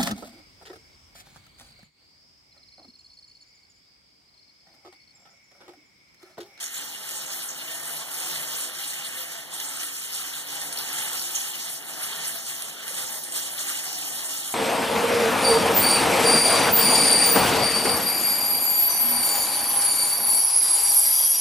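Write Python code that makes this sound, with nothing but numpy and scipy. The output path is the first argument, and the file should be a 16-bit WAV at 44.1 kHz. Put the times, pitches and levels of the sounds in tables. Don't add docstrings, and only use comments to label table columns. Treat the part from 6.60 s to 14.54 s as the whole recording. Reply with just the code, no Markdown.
import sys
import numpy as np
from scipy import signal
from scipy.fft import rfft, irfft
from scipy.io import wavfile

SR = 44100
rng = np.random.default_rng(int(sys.argv[2]) if len(sys.argv) > 2 else 0)


def wav_out(sig):
    wavfile.write(sys.argv[1], SR, np.round(np.clip(np.atleast_2d(sig).T, -1, 1) * 32767).astype(np.int16))


N = 350154
HZ = np.maximum(np.fft.rfftfreq(N, 1 / SR), 1)

# (start_s, floor_drumming_db, puddle_patter_db, fine_spray_db)
FLOW_SWELL = [(0.0, -55, -40.5, -40), (0.13, -61, -40, -37.5), (0.2, -53.5, -41, -40),
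              (1.5, -51, -40.5, -40), (1.75, -47.5, -37, -35.5), (2.39, -53, -38, -40),
              (2.94, -53, -43.5, -42), (3.14, -52, -39.5, -39.5), (3.4, -56.5, -42.5, -38.5),
              (3.91, -49.5, -37.5, -39), (4.15, -49, -39.5, -39), (4.38, -48, -34.5, -36.5),
              (4.6, -51, -40, -36), (4.8, -50, -38, -36.5), (5.17, -54, -44.5, -38.5),
              (5.31, -49.5, -40, -41), (5.55, -49.5, -35.5, -40), (5.86, -52, -42.5, -36.5),
              (6.17, -51.5, -40.5, -43.5), (6.39, -49, -38.5, -38.5), (6.59, -50, -42, -37.5),
              (7.14, -50, -38.5, -37), (7.58, -49.5, -41.5, -37), (7.94, -53, -41.5, -38)]
# (deepest_s, sag_s, patter_loss_db, fine_spray_loss_db)
AIR_FALTERS = [(0.1, 0.083, 3, 6), (0.3, 0.086, 2.5, 4), (0.4, 0.1, 2, 4), (0.97, 0.11, 2, 5),
               (1.46, 0.087, 1, 2.5), (1.86, 0.13, 0, 2.5), (2.13, 0.085, 4, 5.5), (2.67, 0.08, 3, 2),
               (2.89, 0.1, 1, 8.5), (3.3, 0.067, 0.5, 1.5), (3.85, 0.079, 4, 4), (4.115, 0.098, 1, 1.5),
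               (5.24, 0.083, 0, 9.5), (5.84, 0.064, 3.5, 5), (6.17, 0.081, 2.5, 2), (6.61, 0.027, 4.5, 3),
               (6.7, 0.12, 4, 6.5), (6.95, 0.11, -0.5, 3), (7.82, 0.049, 0, 0.5)]
# (peak_s, patter_shift_db, fine_spray_shift_db)
FLOW_SHIFTS = [(0.19, 4, -2), (0.52, 1.5, 1), (0.66, 2.5, -2.5), (0.73, 3, 2), (0.82, 1, 0.5), (1.09, 1, 0),
               (1.26, 2, 0.5), (1.39, 2, 0.5), (1.75, 0, 0), (2.03, -1, 3), (2.19, -1, 0.5),
               (2.29, -2, 2.5), (2.45, 0, 0.5), (2.6, 1.5, 2.5), (2.95, 5, 2), (3.01, 1.5, 2.5),
               (3.22, 4.5, 1.5), (3.56, 1.5, 2.5), (3.62, 2, 0.5), (4.02, 0.5, 2), (4.2, 1, 2), (4.4, 0, 1),
               (4.55, 5.5, 0.5), (5.08, 3.5, 0), (5.44, 1.5, 3.5), (5.67, 2, 3), (5.9, 3.5, 1.5),
               (6.02, 1, 0), (6.39, 3.5, 3.5), (6.77, 4.5, 5.5), (7.03, 3, 1), (7.1, 2, 2.5), (7.33, -2, 2),
               (7.72, 0.5, 2)]
# (start_s, level_db, pitch_hz, crack_over_burst_db)
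WATER_SLUGS = [(0.0283, -24.5, 9000, 18), (0.04, -14, 6300, 8), (0.1411, -16, 6800, -4),
               (0.167, -28, 3800, 9), (0.145, -30, 7500, 16), (0.178, -15.5, 7570, 10),
               (0.4903, -20.5, 8800, 14), (0.51, -20, 6940, 12), (0.6604, -15.5, 6700, -7),
               (0.718, -16, 5300, 1), (0.887, -13, 6650, -10), (1.0784, -16, 3170, -9),
               (1.256, -18, 8500, 8), (1.6016, -15.5, 9400, 9), (1.73, -23, 3400, 10),
               (1.9076, -24, 3540, 3), (2.0066, -14.5, 8500, -5), (2.186, -18.5, 3460, 7),
               (2.2765, -13, 9000, 3), (2.4464, -16.5, 8800, -4), (2.9158, -25, 3460, 10),
               (2.939, -19, 8500, 8), (3.0006, -16.5, 3370, 13), (3.057, -24, 9150, 10),
               (3.0704, -14.5, 7800, -3), (3.1632, -18, 8550, 2), (3.232, -16, 9100, 10),
               (3.285, -24, 7460, 2), (3.365, -21, 6140, 2), (3.394, -19, 7900, 2),
               (3.5433, -11.5, 8460, -10), (3.593, -11.5, 1240, -5), (3.737, -17, 3600, -2),
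               (3.905, -28, 6800, 3), (4.0155, -26, 9000, 21), (4.0405, -30, 9000, 10),
               (4.126, -14, 9600, 9), (4.1725, -9.5, 4660, 2), (4.187, -16, 3780, 13),
               (4.329, -11.5, 11000, 7), (4.3839, -13, 3350, 8), (4.4806, -16, 8340, 2),
               (4.5316, -19, 8740, 15), (4.576, -10.5, 5000, 0), (4.6723, -23, 11200, 9),
               (4.751, -5.5, 6500, 3), (4.816, -14, 6900, -5), (4.871, -22, 11500, 7),
               (5.0958, -16.5, 9200, -6), (5.4246, -11.5, 10200, -13), (5.635, -29, 2390, 4),
               (5.672, -10.5, 9600, 2), (5.7877, -20, 6250, 5), (5.863, -16.5, 8900, -2),
               (6.0215, -18.5, 9200, 15.5), (6.2797, -14, 10000, 9), (6.304, -11, 500, -22),
               (6.342, -15, 9150, -2), (6.366, -17, 3600, 4), (6.3826, -14, 10600, 6),
               (6.636, -14.5, 9800, 4), (6.6802, -18, 8900, -4), (6.7221, -12, 8740, 7),
               (6.758, -12, 8900, 4), (6.82, -17, 7550, -2), (6.991, -14, 6360, -9), (7.069, -16, 7140, 5),
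               (7.0832, -12.5, 8550, 7), (7.329, -23, 8000, 17), (7.3855, -13, 11000, -13),
               (7.422, -17, 2630, -5), (7.457, -22, 2960, -5), (7.6435, -13, 8660, -6),
               (7.693, -17, 6900, 6), (7.782, -18, 9060, 3)]
# (pitch_hz, width_hz, level_db, left_port_lead_share)
RESONANCES = [(153.8, 5.6, -57.5, 0.0059), (188, 28, -63, -0.081), (218.3, 9.6, -63.5, 0.31),
              (237.3, 10, -63, -0.2), (289.3, 7.1, -59, 0.12), (310.5, 8.4, -69, -0.11),
              (346.8, 8, -61, 0.02), (383, 6.3, -69.5, -0.033), (420, 28, -65, 0.34), (483, 31, -67, 0),
              (518, 13, -67, -0.74), (569, 14, -69.5, 0.18), (623.7, 16, -66.5, 0.085),
              (674, 35, -63, 0.89), (734.5, 33, -63.5, -0.17), (803.6, 29, -62, 0.007),
              (864, 15.5, -64, -.2), (887, 26, -67, -0.24), (1304, 57, -66, 0.5), (1584, 43, -67.5, 0.23),
              (1818, 15, -61.5, 0.24), (3140, 460, -55, -0.74)]
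# (pitch_hz, level_db_per_hz, difference_over_common_db, right_over_left_db)
PORT_COLOUR = [(28, -10, -9, 0), (55, -25, -11, -7), (99, -13.5, -12, -1.5), (144, -5.5, -11, -3),
               (302, -17, -3.5, -14.5), (550, -10, -14, -3), (754, -15.5, 1, 13), (1088, -12.5, 2.5, -10),
               (1390, -10.5, 2.5, -9.5), (2140, -12, 2.5, -18), (2680, -18.5, 9, -15),
               (2850, -7, 1.5, 15.5), (4110, -7, 2, -5), (5000, 0, -8, 6), (5340, -2.5, -4, 2),
               (6000, -4.5, 5.5, 1.5), (6940, -1.5, -0.5, 2.5), (8000, -0.5, 0.5, 1.5),
               (10580, -1.5, -2, 0.5), (12050, -5, 1.5, -1), (15500, -7, -0.5, -4.5)]
# (pitch_hz, subtracted_share)
CROSS_SHARE = [(100, 0.82), (4000, 1), (5000, 0.83), (6300, 0.33), (7600, 0.43), (9000, 0.26),
               (10000, 0.76), (11200, 0.29), (12400, 0.2), (15000, 0.54)]
# (pitch_hz, delay_ms)
CROSS_DELAY = [(2480, .403), (3700, .406), (4950, .404), (6300, .397), (7650, .392), (8900, .393),
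               (10000, .4), (12400, .403)]
# (pitch_hz, width_hz, depth_db)
SUM_HOLLOWS = [(2468, 371, 33), (4902, 358, 31)]
# (pitch_hz, width_hz, depth_db)
DIFFERENCE_HOLLOWS = [(3700, 270, 18), (6310, 400, 4.5), (8900, 300, 9), (11200, 450, 4)]

RETURN_S, DRUM_FALTER_SHARE = 0.058, 0.46
SHIFT_IN_S, SHIFT_OUT_S, DRUM_SHIFT_SHARE = 0.05, 0.072, 0.4
DROPS_PER_S, DROP_T60_S, DROPS_DB = 4000, 0.026, 6
SPATTERS_PER_S, SPATTER_T60_S, SPATTERS_DB = 60, 0.054, -2.5
DROP_SPREAD_DB = 1.5
DRUM_TOP_HZ, PATTER_TOP_HZ = 1000, 4800
PATTER_THINS_HZ, THIN_SHARE = 2200, 0.41
STEADY_TOP_HZ, STEADY_SHARE = 400, 0.87
RUMBLE_TOP_HZ, RUMBLE_LUMPS_DB = 90, 4
BUBBLES_PER_S, BUBBLE_CYCLES, BUBBLES_DB = 380, 21, -53.5
SPLAT_T60_S, CRACK_T60_S, SPLAT_OCTAVES, RAGGED_DB = 0.27, 0.02, 0.5, 4
DULL_BELOW_HZ = 1800
LOW_WAVER_DB, HIGH_WAVER_DB, WAVER_HZ = 1.5, 3.5, 2.1
RIPPLE_DB, RIPPLE_HZ, RIPPLE_FADES_HZ = 1.5, 14, 3500
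CUTOFF_HZ = 15480


def from_db(db):
    return 10 ** (np.asarray(db) / 20)


def rms_one(x):
    return x / np.sqrt(np.mean(x ** 2) + 1e-20)


def columns_at(points, hz):
    at, *columns = np.transpose(points)
    return [np.interp(np.log(hz), np.log(at), column) for column in columns]


def drift(rate_hz):
    r = np.exp(-80 * np.pi * rate_hz / SR)
    noise = rng.standard_normal(N // 40 + 2002)
    slow = signal.lfilter([1], [1, -2 * r, r * r], noise)[2000:]
    return np.interp(np.arange(N) / 40, np.arange(len(slow)), rms_one(slow))


def dying(clicks, t60):
    return signal.lfilter([1], [1, -from_db(-60 / (t60 * SR))], clicks + 1e-18)


def band(x, low_hz, high_hz):
    sos = signal.butter(2, [low_hz, min(high_hz, .45 * SR)], "band", fs=SR, output="sos")
    return signal.sosfilt(sos, x)


def ring(x, hz, width_hz):
    r = np.exp(-np.pi * width_hz / SR)
    top = (1 - r * r) / 2 * np.array([1, 0, -1])
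    return signal.lfilter(top, [1, -2 * r * np.cos(2 * np.pi * hz / SR), r * r], x + 1e-18)


def bumps(rows, rise_s, fall_s):
    t, out = np.arange(N) / SR, np.zeros((2, N))
    for (s, *db), rise in zip(rows, np.broadcast_to(rise_s, len(rows))):
        corners_s = [s - max(rise, .005), s, s + max(fall_s, .005)]
        out += np.outer(db, np.interp(t, corners_s, [0, 1, 0]))
    return out


def flow():
    s, *levels = np.transpose(FLOW_SWELL)
    drum, patter, fine = [np.interp(np.arange(N) / SR, s, db - db.mean()) for db in levels]
    shift = bumps(FLOW_SHIFTS, SHIFT_IN_S, SHIFT_OUT_S)
    sag_s = np.array(AIR_FALTERS)[:, 1]
    falter = bumps(np.delete(AIR_FALTERS, 1, axis=1), sag_s, RETURN_S)
    drum = drum + DRUM_SHIFT_SHARE * shift[0] - DRUM_FALTER_SHARE * falter[0]
    return [drum, patter + shift[0] - falter[0], fine + shift[1] - falter[1]]


def showering(per_s, t60):
    sizes = from_db(DROP_SPREAD_DB * np.minimum(rng.exponential(1, N), 4.0))
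    landed = rng.random(N) < per_s / SR
    power = dying(sizes ** 2 * landed, t60 / 2)
    return power / power.mean()


def drops():
    power = 1 + from_db(2 * DROPS_DB) * showering(DROPS_PER_S, DROP_T60_S)
    power = power + from_db(2 * SPATTERS_DB) * showering(SPATTERS_PER_S, SPATTER_T60_S)
    return rms_one(np.sqrt(power) * rng.standard_normal((2, N)))


def spray(flows, patchy_db, flicker_db):
    drum, patter, fine = flows
    lumps_db = RUMBLE_LUMPS_DB * drift(2.3)
    thin = patter + THIN_SHARE * (fine - patter)
    falls, out = [drops(), drops()], 0
    edges = 25 * 2 ** np.arange(0, 9.6, .5)
    for k, (low, high) in enumerate(zip(edges, edges[1:])):
        hz = np.sqrt(low * high)
        if hz < STEADY_TOP_HZ:
            flow_db = STEADY_SHARE * drum
        elif hz < DRUM_TOP_HZ:
            flow_db = drum
        elif hz < PATTER_THINS_HZ:
            flow_db = patter
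        else:
            flow_db = thin if hz < PATTER_TOP_HZ else fine
        if hz < RUMBLE_TOP_HZ:
            flow_db = flow_db + lumps_db
        waver_db = patchy_db * drift(15.0) + flicker_db * drift(14.0)
        out = out + from_db(flow_db + waver_db) * band(falls[k % 2], low, high)
    return out


def bubbles(patter_db, low_hz, high_hz):
    born = rng.random(N) < BUBBLES_PER_S / SR
    loudness = from_db(2.9 * np.minimum(rng.exponential(1, N), 3.0))
    sizes = born * loudness * rng.standard_normal((2, N))
    pitches, dealt = np.geomspace(low_hz, high_hz, 24), rng.integers(0, 24, N)
    rings = sum(ring(sizes * (dealt == k), hz, 2.3 * hz / BUBBLE_CYCLES) for k, hz in enumerate(pitches))
    return from_db(BUBBLES_DB + patter_db) * rms_one(rings)


def resonances(flows):
    drum, patter, _ = from_db(flows)
    steady = from_db(STEADY_SHARE * flows[0])
    noise, rings = rng.standard_normal((2, N)), []
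    for k, (hz, width_hz, db, lead) in enumerate(RESONANCES):
        if hz < STEADY_TOP_HZ:
            drive, waver_db = steady, LOW_WAVER_DB
        else:
            drive, waver_db = drum if hz < DRUM_TOP_HZ else patter, HIGH_WAVER_DB
        level = from_db(db + waver_db * drift(WAVER_HZ))
        rings.append(level * rms_one(ring(noise[k % 2] * drive, hz, width_hz)))
    rings = np.array(rings)
    leads = np.array(RESONANCES)[:, 3]
    gradient = irfft(1j * rfft(leads @ rings), N)
    return rings.sum(axis=0) + gradient * [[1], [-1]]


def splats():
    count, length = len(WATER_SLUGS), SR // 4
    out, noise = np.zeros((2, N + SR)), rng.standard_normal((count, 2, length))
    steps_db = RAGGED_DB * rng.standard_normal((count, SR // 400 + 1))
    ragged = from_db(steps_db).repeat(100, axis=1)[:, :length]
    ragged[:, :300] = from_db(2.0)
    t = np.arange(length) / SR
    edge = 2 ** (SPLAT_OCTAVES / 2)
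    for (s, db, hz, crack_db), hiss, clumps in zip(WATER_SLUGS, noise, ragged):
        low, high = hz / edge, hz * edge
        burst = rms_one(band(band(hiss * clumps, low, high), low, high))
        burst = burst * from_db(-60 * t / SPLAT_T60_S / min(1, hz / DULL_BELOW_HZ))
        crack = rms_one(band(hiss, 2600, 14500)) * from_db(crack_db - 60 * t / CRACK_T60_S)
        at = round(s * SR)
        out[:, at:at + length] += from_db(db) * (burst + crack)
    return out[:, :N]


def at_ports(x):
    level_db, apart_db, lean_db = columns_at(PORT_COLOUR, HZ)
    peaks = rng.standard_normal((2, SR // 8))
    ripple = np.array([np.interp(HZ / RIPPLE_HZ, np.arange(SR // 8), p) for p in peaks])
    ripple_db = RIPPLE_DB * ripple / np.hypot(1, HZ / RIPPLE_FADES_HZ)
    common, apart = rfft(x) * from_db(level_db + ripple_db)
    apart = apart * from_db(apart_db)
    lean = from_db(lean_db / 2)
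    return irfft([(common + apart) / lean, (common - apart) * lean], N)


def hollows(rows):
    return from_db(-sum(db / (1 + (2 * (HZ - hz) / width_hz) ** 8) for hz, width_hz, db in rows))


def scene():
    flows = flow()
    water = from_db(-32.0) * rms_one(spray(flows, patchy_db=0.63, flicker_db=2.03))
    water = water + bubbles(flows[1], low_hz=954, high_hz=11000)
    water = water + from_db(-21.0) * splats()
    return at_ports(water) + resonances(flows)


def record(dry):
    (share,), (ms,) = columns_at(CROSS_SHARE, HZ), columns_at(CROSS_DELAY, HZ)
    ports = rfft(dry)
    delayed = np.exp(-2j * np.pi * HZ * ms / 1000) * ports[::-1]
    left, right = ports - np.clip(share, 0, 1) * delayed
    both = (left + right) / 2 * hollows(SUM_HOLLOWS)
    apart = (left - right) / 2 * hollows(DIFFERENCE_HOLLOWS)
    top_cut = signal.ellip(14, .3, 75, CUTOFF_HZ, fs=SR, output="sos")
    return signal.sosfilt(top_cut, irfft([both + apart, both - apart], N))


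dry = scene()
out = record(dry)
wav_out(out)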